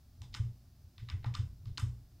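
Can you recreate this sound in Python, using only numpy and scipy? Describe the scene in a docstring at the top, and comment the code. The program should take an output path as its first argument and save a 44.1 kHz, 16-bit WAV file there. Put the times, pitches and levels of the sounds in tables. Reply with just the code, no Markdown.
"""A small quiet room: a finger works the plastic keys of a desktop calculator lying on a paper binder.
Each key clicks thinly and knocks the hollow case, made by short noise bursts that set dying tones ringing.
The finger's weight booms the desk top a moment apart, the binder thuds dully and keys brush in their guides.
The microphone is fixed to the desk, nearly mono; shaped noise gives a low rumble and faint hiss."""
import sys
import numpy as np
from scipy import signal
from scipy.fft import rfft, irfft
from scipy.io import wavfile

SR = 44100
rng = np.random.default_rng(int(sys.argv[2]) if len(sys.argv) > 2 else 0)


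def attenuation_scalar(level_db):
    """Turn a level in dB into a linear amplitude multiplier (20 dB per decade)."""
    decades = np.asarray(level_db, float) / 20
    return 10 ** decades


def store_wav(level_fs):
    """Save 16-bit WAV to argv[1]."""
    pcm = np.round(np.clip(np.atleast_2d(level_fs), -1, 1) * 32767)
    wavfile.write(sys.argv[1], SR, pcm.T.astype(np.int16))


N = 97020  # length in samples, 2.2 s


def read(points, hz):
    """Reads a table of pitches, in straight lines along log frequency."""
    f, value = np.transpose(points)
    return np.interp(np.log(hz + 1), np.log(f + 1), value)


def add(mix, s, sound):
    """Mixes a sound in at a time in seconds."""
    part = mix[round(s * SR):][:len(sound)]
    part += sound[:len(part)]


def ring(hz, t60, t):
    """One mode: a pure tone that falls by 60 dB in t60 seconds."""
    return attenuation_scalar(-60 * t / t60) * np.sin(2 * np.pi * hz * t)


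def coloured(shape):
    """Steady noise of a given spectrum, scaled to unit rms above 150 Hz."""
    hz = np.fft.rfftfreq(N, 1 / SR)
    z = rfft(rng.standard_normal(N)) * attenuation_scalar(read(shape, hz))
    return irfft(z, N) / np.std(irfft(z * (hz > 150), N))


def body(modes, centre_hz, spread_oct, t):
    """Ringing of a set of modes, strongest around one pitch, scaled to unit energy."""
    rings = np.zeros(len(t))
    for k, (hz, db, t60) in enumerate(modes):
        rings += (-1) ** k * attenuation_scalar(db) * ring(hz, t60, t)
    hz = np.fft.rfftfreq(len(t), 1 / SR) + 1
    octaves = np.log2(hz / centre_hz)
    bump_db = np.maximum(-6. * (octaves / spread_oct) ** 2, -17.5)
    # minimum phase, so that nothing sounds ahead of the blow
    log_gain = np.log(attenuation_scalar(np.r_[bump_db, bump_db[-2:0:-1]]))
    causal = np.exp(np.conj(signal.hilbert(log_gain)))[:len(hz)]
    rings = irfft(rfft(rings) * causal, len(t))
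    return rings / np.linalg.norm(rings)


# colour of the room air: (pitch [Hz], relative level [dB per Hz])
AIR_COLOUR = [(12, -26), (20, -29), (42, -13.5), (76, -7.5), (213, -24), (245, -19.5), (298, -29),
              (333, -28.5), (505, -44), (581, -34.5), (705, -34.5), (958, -42), (1160, -40.5), (1410, -42),
              (1980, -45.5), (3260, -45.5), (4950, -40), (8400, -49.5), (15500, -45)]


def middle_air():
    """Low rumble and faint hiss, alike in both ears: steady shaped noise."""
    return attenuation_scalar(-70.5) * coloured(AIR_COLOUR)


# colour of the air that differs between the ears: (pitch [Hz], relative level [dB per Hz])
SIDE_AIR_COLOUR = [(59, -13), (100, -74), (238, -68), (300, -8), (552, -13), (2370, -9.5), (4750, 1),
                   (15500, -12)]


def side_air():
    """Fainter shaped noise, opposite in the two ears."""
    return attenuation_scalar(-86.5) * coloured(SIDE_AIR_COLOUR)


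def microphone_hiss():
    """The microphone's self-noise: even, faint white noise."""
    return attenuation_scalar(-89) * rng.standard_normal(N)


# modes of the desk top: (pitch [Hz], time to fall 60 dB [s])
DESK_MODES = [(35, 0.083), (57.5, 0.71), (91.6, 0.25), (118.2, 0.4), (195, 0.17), (250, 0.39)]
# how much each desk mode moves along with the third: (share [ratio])
PUSH_SHARES = [-0.29, -.18, 1, -0.22, 0.023, 0.045]
# how much each desk mode answers the trembling: (share [ratio])
SHAKE_SHARES = [0.1, 0.33, 3.13, 1.54, .12, 0.084]
# finger pushes and releases, the sign is the direction, before smoothing:
# (time [s], swing of the third mode [full scale], added swing of the fourth mode [full scale])
FINGER_PUSHES = [(.206, -0.011, -0.00046), (0.3934, -0.054, .034), (.448, 0.02, -0.0081),
                 (.524, .001, .007), (1.0178, -.013, 0.011), (1.1324, -0.038, 0.011),
                 (1.2032, -0.0065, -0.0037), (1.2641, 0.003, -0.045), (1.3447, 0.0012, -.007),
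                 (1.3887, -0.044, 0.026), (1.453, 0.0078, 0.015), (1.5089, 0.0026, .001),
                 (1.664, 0.013, -0.012), (1.7927, 0.01, 0.0025), (1.8226, -0.045, 0.043),
                 (1.892, -0.012, -0.014)]
# the resting hands keep the desk trembling, before smoothing: (time [s], level [dB])
HAND_TREMBLE = [(0, -78), (.1, -55.5), (.2, -57.5), (0.361, -44), (.55, -59), (.59, -68), (.63, -60),
                (0.751, -63.5), (.86, -56), (0.942, -83), (1.001, -50.5), (1.19, -45), (1.5, -48),
                (1.58, -56.5), (1.721, -40.5), (1.769, -52), (1.952, -55.5), (2.2, -56)]


def desk():
    """Soft finger pushes ring the desk modes; a random shake keeps them murmuring."""
    t, boom = np.arange(SR) / SR, np.zeros(N)
    modes = np.array([ring(hz, t60, t) for hz, t60 in DESK_MODES])
    together = PUSH_SHARES @ modes
    for s, third, fourth in FINGER_PUSHES:
        add(boom, s, third * together + fourth * modes[3])
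    shake = rng.standard_normal(N + SR)
    murmur = signal.fftconvolve(shake, SHAKE_SHARES @ modes, "valid")[:N]
    murmur /= np.sqrt(np.mean(murmur ** 2) + 1e-20)  # unit rms
    boom += murmur * attenuation_scalar(np.interp(np.arange(N) / SR, *np.transpose(HAND_TREMBLE)))
    # a smooth hump softens every movement
    hump_s = 0.0049
    u = (np.arange(2001) - 1000) / SR
    hump = np.cos(np.pi * np.clip(u / hump_s, -.5, .5)) ** 2
    return signal.fftconvolve(boom, hump / hump.sum(), "same")


# colour of the paper stack: (pitch [Hz], relative level [dB per Hz])
BINDER_COLOUR = [(120, -28), (170, 1.5), (250, -9), (400, -14), (600, -26), (900, -31), (15000, -78)]


def binder(boom):
    """The paper stack shuffles and thuds dully: noise whose strength follows the shaking desk."""
    memory_s, follow = 0.012, 0.62  # follow: dB of noise per dB of shake
    smoothing = np.exp(-1 / (memory_s * SR))
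    shake_power = signal.lfilter([1], [1, -smoothing], boom ** 2) / (memory_s * SR)
    strength = (shake_power + 1e-12) ** (follow / 2)
    return attenuation_scalar(-41) * coloured(BINDER_COLOUR) * strength


# modes of keys and cover: (pitch [Hz], level before weighting [dB], time to fall 60 dB [s])
KEY_MODES = [(1950, 8.5, 0.004), (2660, 2, 0.0086), (3040, 4, 0.0066), (3600, 6, 0.009), (4190, 6, 0.0038),
             (5033, 5.5, 0.0096), (5270, 10, 0.0024), (6040, 2.5, .005), (6830, 0, 0.0037),
             (7630, -2.5, 0.0061), (8100, 2, 0.0022), (8600, -43, 0.0014), (11360, -10.5, 0.0011),
             (14400, -3, 0.0013)]


def key_body(bright_hz, t):
    """The thin ringing of the plastic keys and cover, strongest around bright_hz."""
    return body(KEY_MODES, bright_hz, 0.89, t)


# modes of the hollow case: (pitch [Hz], level before weighting [dB], time to fall 60 dB [s])
CASE_MODES = [(288, 2.5, 0.033), (478, -2, 0.027), (858, -3.5, 0.038), (997, 0, 0.032), (1200, 7, 0.017),
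              (1523, 2.5, 0.02), (1830, -8, 0.036)]


def case_body(knock_hz, t):
    """The hollow ringing of the case, strongest around knock_hz."""
    return body(CASE_MODES, knock_hz, 0.56, t)


def strike(part, drive):
    """Sets a body ringing with a burst, keeping the body's own energy."""
    hit = signal.fftconvolve(part, drive)[:len(part)]
    return hit * np.linalg.norm(part) / np.linalg.norm(hit)


def click(level_db, bright_hz, knock_db, knock_hz):
    """A brief rattle rings the key; a blunter blow rings the case just after. Gives near and radiated sound."""
    rattle_s, knock_lag_s, knock_s = 0.0019, 0.0008, 0.00055
    t = np.arange(4096) / SR
    rattle, blow = rng.standard_normal((2, len(t)))
    keys = key_body(bright_hz, t)
    case = attenuation_scalar(knock_db) * case_body(knock_hz, t)
    rattle = np.sign(rattle) * np.exp(-t / rattle_s)
    late = np.maximum(t - knock_lag_s, 0)
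    blow = blow * late * np.exp(-late / knock_s)
    near = strike(keys, rattle) + strike(case, blow)
    radiated = keys + case  # the plain ringing, sent on to the echoes
    return attenuation_scalar(level_db) * near, attenuation_scalar(level_db) * radiated


# key clicks, the last row a bright echo of the loud click just before it: (time [s], energy of the key part
# [dB], brightest pitch [Hz], # knock of the case relative to the click [dB], knock pitch [Hz])
KEY_CLICKS = [(.2172, -32, 5150, -6, 755), (.232, -48, 3780, -16, 846), (.3408, -20, 3600, -15.5, 1220),
              (.3475, -19, 4520, -5, 1330), (.9802, -32.5, 3020, -10.5, 1200),
              (1.0868, -27.5, 2980, -5.5, 1200), (1.0908, -32, 3040, -18, 1200),
              (1.0985, -22.5, 3240, -8.5, 1200), (1.2428, -27.5, 2220, 6, 880),
              (1.3395, -28, 3870, -10, 1290), (1.344, -30, 3760, 2, 1380), (1.35, -18, 4040, -5.5, 1350),
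              (1.6555, -40, 3780, -2.5, 1110), (1.7738, -20, 3590, -32, 1300),
              (1.7785, -15.5, 4540, -4, 1250), (1.797, -28.5, 8100, -10, 1330)]


def key_clicks():
    """All clicks as heard close by, and what they radiate, dealt in turn to three sets of echoes."""
    near, far = np.zeros(N), np.zeros((3, N))
    for k, (s, *row) in enumerate(KEY_CLICKS):
        direct, radiated = click(*row)
        add(near, s, direct)
        add(far[k % 3], s, radiated)
    return near, far


def brush(fade_s, level_db, bright_hz):
    """Soft friction noise through the key modes, swelling and fading."""
    rise_s = 0.0059
    t = np.arange(8192) / SR
    rub = signal.fftconvolve(rng.standard_normal(len(t)), key_body(bright_hz, t))[:len(t)]
    return attenuation_scalar(level_db) * rub * np.minimum(t / rise_s, 1) * np.exp(-t / fade_s)


# keys brushing in their guides around a touch:
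# (time [s], fade [s], level before swell and fade [dB], brightest pitch [Hz])
KEY_BRUSHES = [(.224, 0.037, -63.5, 4030), (.326, 0.026, -61.5, 3700), (0.986, 0.059, -66, 3830),
               (1.226, .015, -63, 2060), (1.255, 0.037, -61.5, 5000), (1.385, 0.028, -58, 5000),
               (1.664, 0.051, -67.5, 4370), (1.788, 0.026, -70, 8500)]


def key_brushes():
    """All the brushing of the keys in their guides."""
    out = np.zeros(N)
    for s, *row in KEY_BRUSHES:
        add(out, s, brush(*row))
    return out


# how fast the echoes die: (pitch [Hz], time to fall 60 dB [s])
ECHO_FADE = [(500, 0.58), (1300, 0.25), (3500, 0.33), (9000, 0.36), (14000, 0.067)]
# colour of the echoes: (pitch [Hz], relative level [dB])
ECHO_COLOUR = [(300, 2.5), (1000, -7.5), (2000, 1.5), (4000, -15.5), (8000, -2.5), (13000, 6.5)]


def room(x):
    """Sparse echoes of random sign that build up, then die band by band, as middle and a faint side."""
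    start_s, rise_s, first_share = 0.0095, 0.004, 0.81
    ceiling_s, ceiling_width_s, ceiling_db = 0.023, 0.0064, 3.5  # the first strong group of echoes
    echo_db, side_db = 3., -28  # side relative to middle
    # one echo at a random place in every ten samples
    taps = np.zeros((2, SR // 2))
    jitter = rng.integers(0, 10, (2, (SR // 2 - 11) // 10))
    at = np.arange(0, SR // 2 - 20, 10) + jitter
    np.put_along_axis(taps, at, rng.choice([-1., 1.], at.shape), 1)
    hz, t, z = signal.stft(taps, SR, nperseg=256)
    fade_db = -60 * t / read(ECHO_FADE, hz)[:, None]
    z *= attenuation_scalar(read(ECHO_COLOUR, hz)[:, None] + fade_db)
    tail = signal.istft(z, SR, nperseg=256)[1]
    t = np.arange(tail.shape[1]) / SR
    tail *= np.clip((t - start_s) / rise_s, first_share, 1)
    tail *= attenuation_scalar(ceiling_db * np.exp(-((t - ceiling_s) / ceiling_width_s) ** 2))
    tail /= np.linalg.norm(tail[0])
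    echoes = signal.fftconvolve(x[None], tail, axes=1)[:, :N]
    return attenuation_scalar([[echo_db], [echo_db + side_db]]) * echoes


def scene():
    """Adds up clicks, echoes, desk boom and room air as middle and side, then gives left and right."""
    near, far = key_clicks()
    near += key_brushes() + microphone_hiss()
    mid, side = sum(room(part) for part in far)
    boom = desk()
    mid = mid + near + boom + binder(boom) + middle_air()
    side = side + side_air() + attenuation_scalar(-43) * mid  # the whole leans slightly left
    return np.array([mid + side, mid - side])


def roll_off(x):
    """The treble ends steeply here."""
    return signal.sosfilt(signal.butter(12, 15840, fs=SR, output="sos"), x)


def record(dry):
    """Takes away the treble above about 15.85 kHz and finishes the mix."""
    edge = signal.firwin(511, 15850, window=("kaiser", 9), fs=SR)
    mix = signal.oaconvolve(dry, edge[None], "same", axes=1)
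    return roll_off(mix)


dry = scene()
out = record(dry)
store_wav(out)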